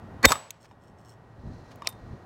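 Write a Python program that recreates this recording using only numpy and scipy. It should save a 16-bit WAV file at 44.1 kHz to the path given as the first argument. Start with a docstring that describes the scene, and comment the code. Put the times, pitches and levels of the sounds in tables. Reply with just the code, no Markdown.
"""Powder-driven probe in concrete

A powder-actuated driver is fired into a slab in an open yard. The burning charge excites the barrel's
modes and ends in a crack and a thump; steel rings, gas vents, the tool bounces on its base plate and the
yard reverberates. The muzzle rubs faintly by stick-slip friction, sleeves rustle, and the barrel clacks
against its stop as the tool is lifted. A far engine hums and air buffets the microphone."""
import sys
import numpy as np
from scipy import signal
from scipy.fft import rfft, irfft
from scipy.io import wavfile

SR = 44100
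rng = np.random.default_rng(int(sys.argv[2]) if len(sys.argv) > 2 else 0)


def digitize_waveform(pressure):
    """Quantize a signal to 16-bit integers and store it at the path in sys.argv[1].

    Rows of a 2-D input are taken as channels; values are limited to [-1, 1].
    """
    field = np.atleast_2d(pressure).T
    bounded = np.clip(field, -1, 1)
    quanta = np.round(bounded * 32767).astype(np.int16)
    wavfile.write(sys.argv[1], SR, quanta)


N = 99225
T = np.arange(N) / SR

# background level, low just after the shot: (time [s], level [dB])
BACKGROUND_LEVELS = [(0, -48), (.25, -46.5), (.42, -61), (.65, -57), (1.0, -53.5), (1.35, -53),
                     (1.7, -49.5), (2.25, -49.5)]
# tones of the far engine: (frequency [Hz], level relative to the background [dB])
ENGINE_TONES = [(113, -2.5), (1895, -18)]
# swells of moving air and of cloth: (time [s], level [dB], rise [s], T60 [s])
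AIR_GUSTS = [(.01, -49.5, 0.12, 0.61), (.17, -44.5, 0.48, 0.33), (.9, -53, 0.16, 0.37),
             (1.48, -38, 0.36, 0.67), (2.039, -45, 0.26, 0.29), (2.139, -37.5, 0.27, 0.11)]
SLEEVE_RUSTLES = [(1.539, -66.5, 0.81, 1.22), (1.691, -71.5, 0.39, 0.39), (2.12, -70.5, 1.5, 1.0)]
# the trigger's click, then knocks of the tool on its plate:
# (time [s], main tone [Hz], ring level [dB], noise level [dB], noise T60 [s])
CLICK_AND_KNOCKS = [(0.2299, 1200, -38, -29.5, 0.035), (0.3061, 985, -19.5, -25, 0.073),
                    (.32, 1267, -12, -13.5, 0.018), (0.324, 1127, -15, -29, 0.026),
                    (0.3553, 1230, -26, -49, 0.068), (0.712, 974, -44, -68, 0.03),
                    (1.821, 1150, -31, -50.5, 0.028), (1.847, 1020, -37.5, -55, 0.039)]
# ticks of the mechanism: (time [s], level [dB], gain of added treble [dB])
MECHANISM_TICKS = [(0.4518, -64, -2), (0.5062, -29, -21), (1.758, -56.5, 7)]
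# strokes of the muzzle on the plate: (time [s], duration [s], level [dB])
RUB_STROKES = [(0.61, 0.037, -67.5), (0.684, 0.038, -75), (0.819, 0.023, -71.5), (0.876, 0.018, -72),
               (0.984, 0.02, -66), (1.052, 0.075, -64.5)]
# scuffs on concrete: (time [s], level [dB], T60 [s])
MUZZLE_SCUFFS = [(.645, -59.5, .04), (.657, -52.5, 0.033), (1.717, -50, 0.062)]
# bounces of a small steel part: (time [s], level [dB])
PART_BOUNCES = [(1.8885, -38), (1.899, -47)]

# barrel modes driven by the charge: (frequency [Hz], relative level [dB])
BARREL_MODES = [(243, -24), (330, -29), (467, -28.5), (546, -28), (1095, -21), (1580, -26), (1730, -23),
                (1965, -18), (2285, -26), (2480, -29), (4372, -26), (6800, -35)]
# freely decaying modes: (frequency [Hz], relative level [dB], T60 [s])
CONTACT_UPPER_MODES = [(1754, -12, .022), (2392, -17.5, 0.035), (2860, -15, 0.021), (3676, -25, .13),
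                       (5200, -16, 0.016)]
STEEL_MODES = [(840, -34, .25), (3660, -25, .08), (7890, -28, .33), (10750, -47, .15), (11710, -46, .14),
               (13690, -38, .075)]
LATCH_MODES = [(680, 1, .035), (1050, 0, .07), (1250, 6, .05), (2960, 8, .02), (3655, -5, .2),
               (4030, 14, .015), (4560, -5, .05), (5310, 13, .012)]
PART_MODES = [(9000, -7, 0.051), (11080, -2.5, 0.034), (13660, -2, 0.059)]
# resonances driven by rubbing: (frequency [Hz], bandwidth [Hz], relative level [dB])
RUB_RESONANCES = [(2948, 37, -3.5), (3290, 90, -4.5), (4250, 32, -5.5), (5435, 80, 2.5), (6460, 140, -6.5),
                  (7600, 260, 0), (8420, 220, -5.5), (10620, 670, -9.5), (13600, 900, -21)]

# spectra of the noise sources: (frequency [Hz], relative level [dB])
BACKGROUND_SPECTRUM = [(15, -42.5), (25, -17), (108, -2), (384, -11), (800, -11.5), (1790, -23),
                       (2110, -29), (7710, -47), (15500, -55.5)]
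GUST_SPECTRUM = [(25, -9.5), (58, -2), (105, 0.5), (250, -9), (500, -20), (1200, -42), (4000, -83)]
GAS_SPECTRUM = [(40, -6), (110, -6), (350, -8.5), (700, -4.5), (1100, -1.5), (1900, 0.5),
                (3400, -22.5), (4400, -15), (6900, -28), (16000, -53.5)]
CONTACT_SPECTRUM = [(450, -18.5), (750, -9.5), (1200, -3.5), (1700, -7), (2700, -15.5), (4500, -12),
                    (7660, -14), (8400, -21.5), (11500, -19.5), (16000, -32.5)]
CRACK_SPECTRUM = [(250, -6), (450, -7), (800, -5.5), (1100, -8.5), (2000, -1), (2800, -13.5), (4200, -5.5),
                  (6300, -7.5), (8500, -16), (12500, -17.5), (15500, -19.5)]
VENT_SPECTRUM = [(220, -11.5), (900, -3), (1500, -10.5), (3300, -15), (7400, -18), (16000, -24.5)]
YARD_SPECTRUM = [(100, -2.5), (340, -13.5), (560, -2.5), (1000, -1.5), (1450, -9.5), (2600, -12),
                 (7000, -22), (9000, -32.5), (15500, -42)]
THUD_SPECTRUM = [(110, -7), (190, 0.5), (300, -7), (520, -4.5), (820, -3), (1200, -22), (4000, -58)]
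TICK_SPECTRUM = [(1750, -24), (2250, 6.5), (3900, -1), (4700, -7), (6600, 4.5), (8900, -6), (15500, -5.5)]
SCUFF_SPECTRUM = [(650, -1), (1400, -4), (3400, -13), (5600, -14), (12000, -32.5)]
CLOTH_SPECTRUM = [(1500, 1.5), (3000, -9), (3750, -4), (4100, 7), (4500, -1), (6000, -3), (9000, -16.5),
                  (15500, -33)]
SLIDE_SPECTRUM = [(600, -2), (1050, 10), (1600, -25), (2600, 4), (3200, -5), (5200, -13), (12000, -40)]
CLACK_SPECTRUM = [(380, -44), (680, -5), (1200, -14.5), (2200, -8), (2950, -10.5), (3400, -12.5),
                  (4030, -2), (4600, -3.5), (5310, 2.5), (7000, -15.5), (7700, -8.5), (9000, -19),
                  (14000, -25.5)]
RATTLE_SPECTRUM = [(1100, -1), (1800, -7), (4500, -5), (7000, -9), (8700, -5), (13600, -20), (15000, -30)]

TRIGGER_S, BURN_PEAK_S, CRACK_S, RECOIL_S, CLACK_S = .2266, .2505, .2527, .256, 1.8721


def from_db(db):
    """Amplitude ratio of a level in decibels."""
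    return 10 ** (np.asarray(db) / 20)


def rms_one(x):
    """Normalisation to unit mean power."""
    return x / np.sqrt(np.mean(x ** 2) + 1e-20)


def noise(spectrum):
    """Spectral shaping of white noise to unit power, with a roll-off below the first point."""
    hz, db = np.transpose(spectrum)
    bins_hz = np.maximum(np.fft.rfftfreq(N, 1 / SR), 1)
    gain = from_db(np.interp(np.log(bins_hz), np.log(hz), db))
    roll_off = np.minimum(bins_hz / hz[0], 1) ** 2
    return rms_one(irfft(rfft(rng.standard_normal(N)) * gain * roll_off, N))


def drift(rate):
    """Random modulation: linear interpolation through `rate` Gaussian values a second."""
    knots = rng.standard_normal(1000)
    return np.interp(T * rate, np.arange(len(knots)), knots)


def burst(at, rise, t60, hold=0):
    """Exponential growth and decay: up 60 dB in `rise` s until `at`, held, then down 60 dB in `t60` s."""
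    before = np.maximum(at - T, 0) / rise
    after = np.maximum(T - at - hold, 0) / t60
    return from_db(-60 * np.minimum(before + after, 10))


def sine(hz):
    """Simple harmonic motion with a random phase."""
    return np.sin(2 * np.pi * (hz * T + rng.random()))


def struck(at, modes):
    """Impulse response from time `at`: a sum of damped modes of alternating sign."""
    age = np.maximum(T[:SR] - at % (1 / SR), 0)
    ring = sum((-1) ** k * from_db(db - 60 * np.minimum(age / t60, 10)) * np.sin(2 * np.pi * hz * age)
               for k, (hz, db, t60) in enumerate(modes))
    return np.concatenate([np.zeros(int(at * SR)), ring, np.zeros(N)])[:N]


def background():
    """Broadband yard noise and a far engine's wavering tones superpose under one envelope."""
    hum = sum(from_db(db + drift(14)) * sine(hz) for hz, db in ENGINE_TONES)
    level_db = np.interp(T, *np.transpose(BACKGROUND_LEVELS))
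    return from_db(level_db) * (noise(BACKGROUND_SPECTRUM) + hum)


def gusts():
    """Turbulent air at the microphone produces low-frequency pressure fluctuations."""
    envelope = sum(from_db(db) * burst(at, rise, t60) for at, db, rise, t60 in AIR_GUSTS)
    return envelope * noise(GUST_SPECTRUM)


def burning_charge():
    """Forced vibration: rushing gas swells with the barrel's modes, of which the low ones last longer."""
    swell = burst(BURN_PEAK_S, rise=.035, t60=.027)
    low_swell = from_db(-3) * burst(BURN_PEAK_S, rise=.042, t60=.027, hold=.009)
    modes = sum(from_db(db) * sine(hz) * (low_swell if hz < 700 else swell) for hz, db in BARREL_MODES)
    steady_rms = np.sqrt(sum(from_db(db) ** 2 for _, db in BARREL_MODES) / 2)
    barrel = from_db(-5) * modes / steady_rms
    gas = from_db(-10.5) * noise(GAS_SPECTRUM) * swell
    onset = burst(TRIGGER_S, rise=.008, t60=1, hold=1)
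    return (barrel + gas) * onset


def click_and_knocks():
    """Impulsive excitation of modes: the trigger clicks, then the tool knocks on its plate."""
    crunch = noise(CONTACT_SPECTRUM)
    contacts = np.zeros(N)
    for at, hz, ring_db, noise_db, noise_t60 in CLICK_AND_KNOCKS:
        main_mode, lower_mode = (hz, 0, .037), (.8 * hz, -7.5, .04)
        contacts += from_db(ring_db) * struck(at, [main_mode, lower_mode] + CONTACT_UPPER_MODES)
        contacts += from_db(noise_db) * crunch * burst(at, rise=.0023, t60=noise_t60)
    return contacts


def steel_ring():
    """Free vibration: after the shot each steel mode wavers in level and decays at its own rate."""
    gain_db, waver_db = -1, 2
    ring = sum(from_db(db + waver_db * drift(100)) * sine(hz) * burst(.288, rise=.22, t60=t60)
               for hz, db, t60 in STEEL_MODES)
    onset = burst(.241, rise=.013, t60=1, hold=1)
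    return from_db(gain_db) * ring * onset


def probe_crack():
    """The probe's impact on the concrete is brief, so its spectrum is broad."""
    return from_db(-4.5) * noise(CRACK_SPECTRUM) * burst(CRACK_S, rise=.0011, t60=.017, hold=.003)


def venting_gas():
    """Jet noise: gas hisses out as the tool recoils."""
    return from_db(-28.5) * noise(VENT_SPECTRUM) * burst(.2912, rise=.084, t60=.21) * (T > CRACK_S)


def yard_reverberation():
    """The shot's diffuse reflections merge into exponentially decaying noise."""
    return from_db(-38.5) * noise(YARD_SPECTRUM) * burst(.33, rise=.11, t60=.57) * (T > CRACK_S)


def recoil_thump():
    """Recoil radiates a low pressure swing whose frequency falls exponentially."""
    start_hz, end_hz, sag_s = 403, 55, .0045
    age = np.maximum(T - RECOIL_S, 0)
    hz = end_hz + (start_hz - end_hz) * np.exp(-age / sag_s)
    phase = 2 * np.pi * np.cumsum(hz * (age > 0)) / SR
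    return from_db(-19) * np.sin(phase) * burst(RECOIL_S, rise=.002, t60=.053, hold=.019)


def landing_thud():
    """A heavily damped impact: the tool's weight lands on the slab."""
    return from_db(-26) * noise(THUD_SPECTRUM) * burst(.3075, rise=.0096, t60=.05, hold=.0038)


def mechanism_ticks():
    """Small steel parts settle; their short contacts radiate bright transients."""
    snap = noise(TICK_SPECTRUM)
    high_pass = signal.butter(2, 11000, "high", fs=SR, output="sos")
    treble = signal.sosfilt(high_pass, noise(TICK_SPECTRUM))
    return sum(from_db(db) * burst(at, rise=.0017, t60=.015) * (snap + from_db(treble_db) * treble)
               for at, db, treble_db in MECHANISM_TICKS)


def muzzle_rub():
    """Stick-slip friction: noise pulsing at a nearly even rate hisses and drives steel resonances."""
    slip_hz, jitter, depth_db, grain_db = 114.5, .045, 8.5, 3
    cycles = np.cumsum(slip_hz * (1 + jitter * drift(slip_hz))) / SR
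    friction_db = depth_db * np.cos(2 * np.pi * cycles) + grain_db * drift(slip_hz)
    friction = from_db(friction_db) * rng.standard_normal(N)
    body = np.zeros(N)
    for k, (hz, width, db) in enumerate(RUB_RESONANCES):
        resonance = signal.lfilter(*signal.iirpeak(hz, hz / width, fs=SR), friction)
        body += (-1) ** k * from_db(db) * rms_one(resonance)
    hiss = signal.sosfilt(signal.butter(1, [3500, 13000], "band", fs=SR, output="sos"), friction)
    strokes = sum(from_db(db) * burst(at, rise=.053, t60=.12, hold=duration)
                  for at, duration, db in RUB_STROKES)
    return (rms_one(body) + from_db(-7) * rms_one(hiss)) * strokes


def muzzle_scuffs():
    """Sliding friction on gritty concrete gives short, dull bursts of noise."""
    envelope = sum(from_db(db) * burst(at, rise=.048, t60=t60) for at, db, t60 in MUZZLE_SCUFFS)
    return envelope * noise(SCUFF_SPECTRUM)


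def sleeve_rustle():
    """Friction of cloth on cloth gives fluctuating noise as the arm lifts."""
    envelope = sum(from_db(db) * burst(at, rise, t60) for at, db, rise, t60 in SLEEVE_RUSTLES)
    flutter = from_db(1.35 * drift(120))
    return envelope * flutter * noise(CLOTH_SPECTRUM)


def barrel_clack():
    """Friction, then impact: the barrel slides to its stop, rings the latch and rattles; a part pings."""
    slide = from_db(-39) * noise(SLIDE_SPECTRUM) * burst(CLACK_S, rise=.094, t60=.012)
    snap = from_db(-12.5) * noise(CLACK_SPECTRUM) * burst(CLACK_S, rise=.00095, t60=.012)
    latch = from_db(-40.5) * struck(CLACK_S, LATCH_MODES)
    rattle_db = -47.5 + 5.5 * drift(300)
    rattle = from_db(rattle_db) * noise(RATTLE_SPECTRUM) * burst(1.89, rise=.045, t60=.11)
    pings = sum(from_db(db) * struck(at, PART_MODES) for at, db in PART_BOUNCES)
    return slide + snap + latch + rattle + pings


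def scene():
    """Superposition: the pressures of all sources add at one microphone."""
    outdoors = background() + gusts()
    shot = burning_charge() + click_and_knocks() + steel_ring() + probe_crack()
    aftermath = venting_gas() + yard_reverberation() + recoil_thump() + landing_thud()
    handling = mechanism_ticks() + muzzle_rub() + muzzle_scuffs() + sleeve_rustle() + barrel_clack()
    return (outdoors + shot + aftermath + handling)[None]


def record(dry):
    """Soft saturation rounds the peaks, and a steep low-pass filter limits the bandwidth."""
    ceiling, cutoff_hz = .96, 16000
    low_pass = signal.ellip(12, .1, 100, cutoff_hz, fs=SR, output="sos")
    return signal.sosfilt(low_pass, ceiling * np.tanh(dry / ceiling))


dry = scene()
out = record(dry)
digitize_waveform(out)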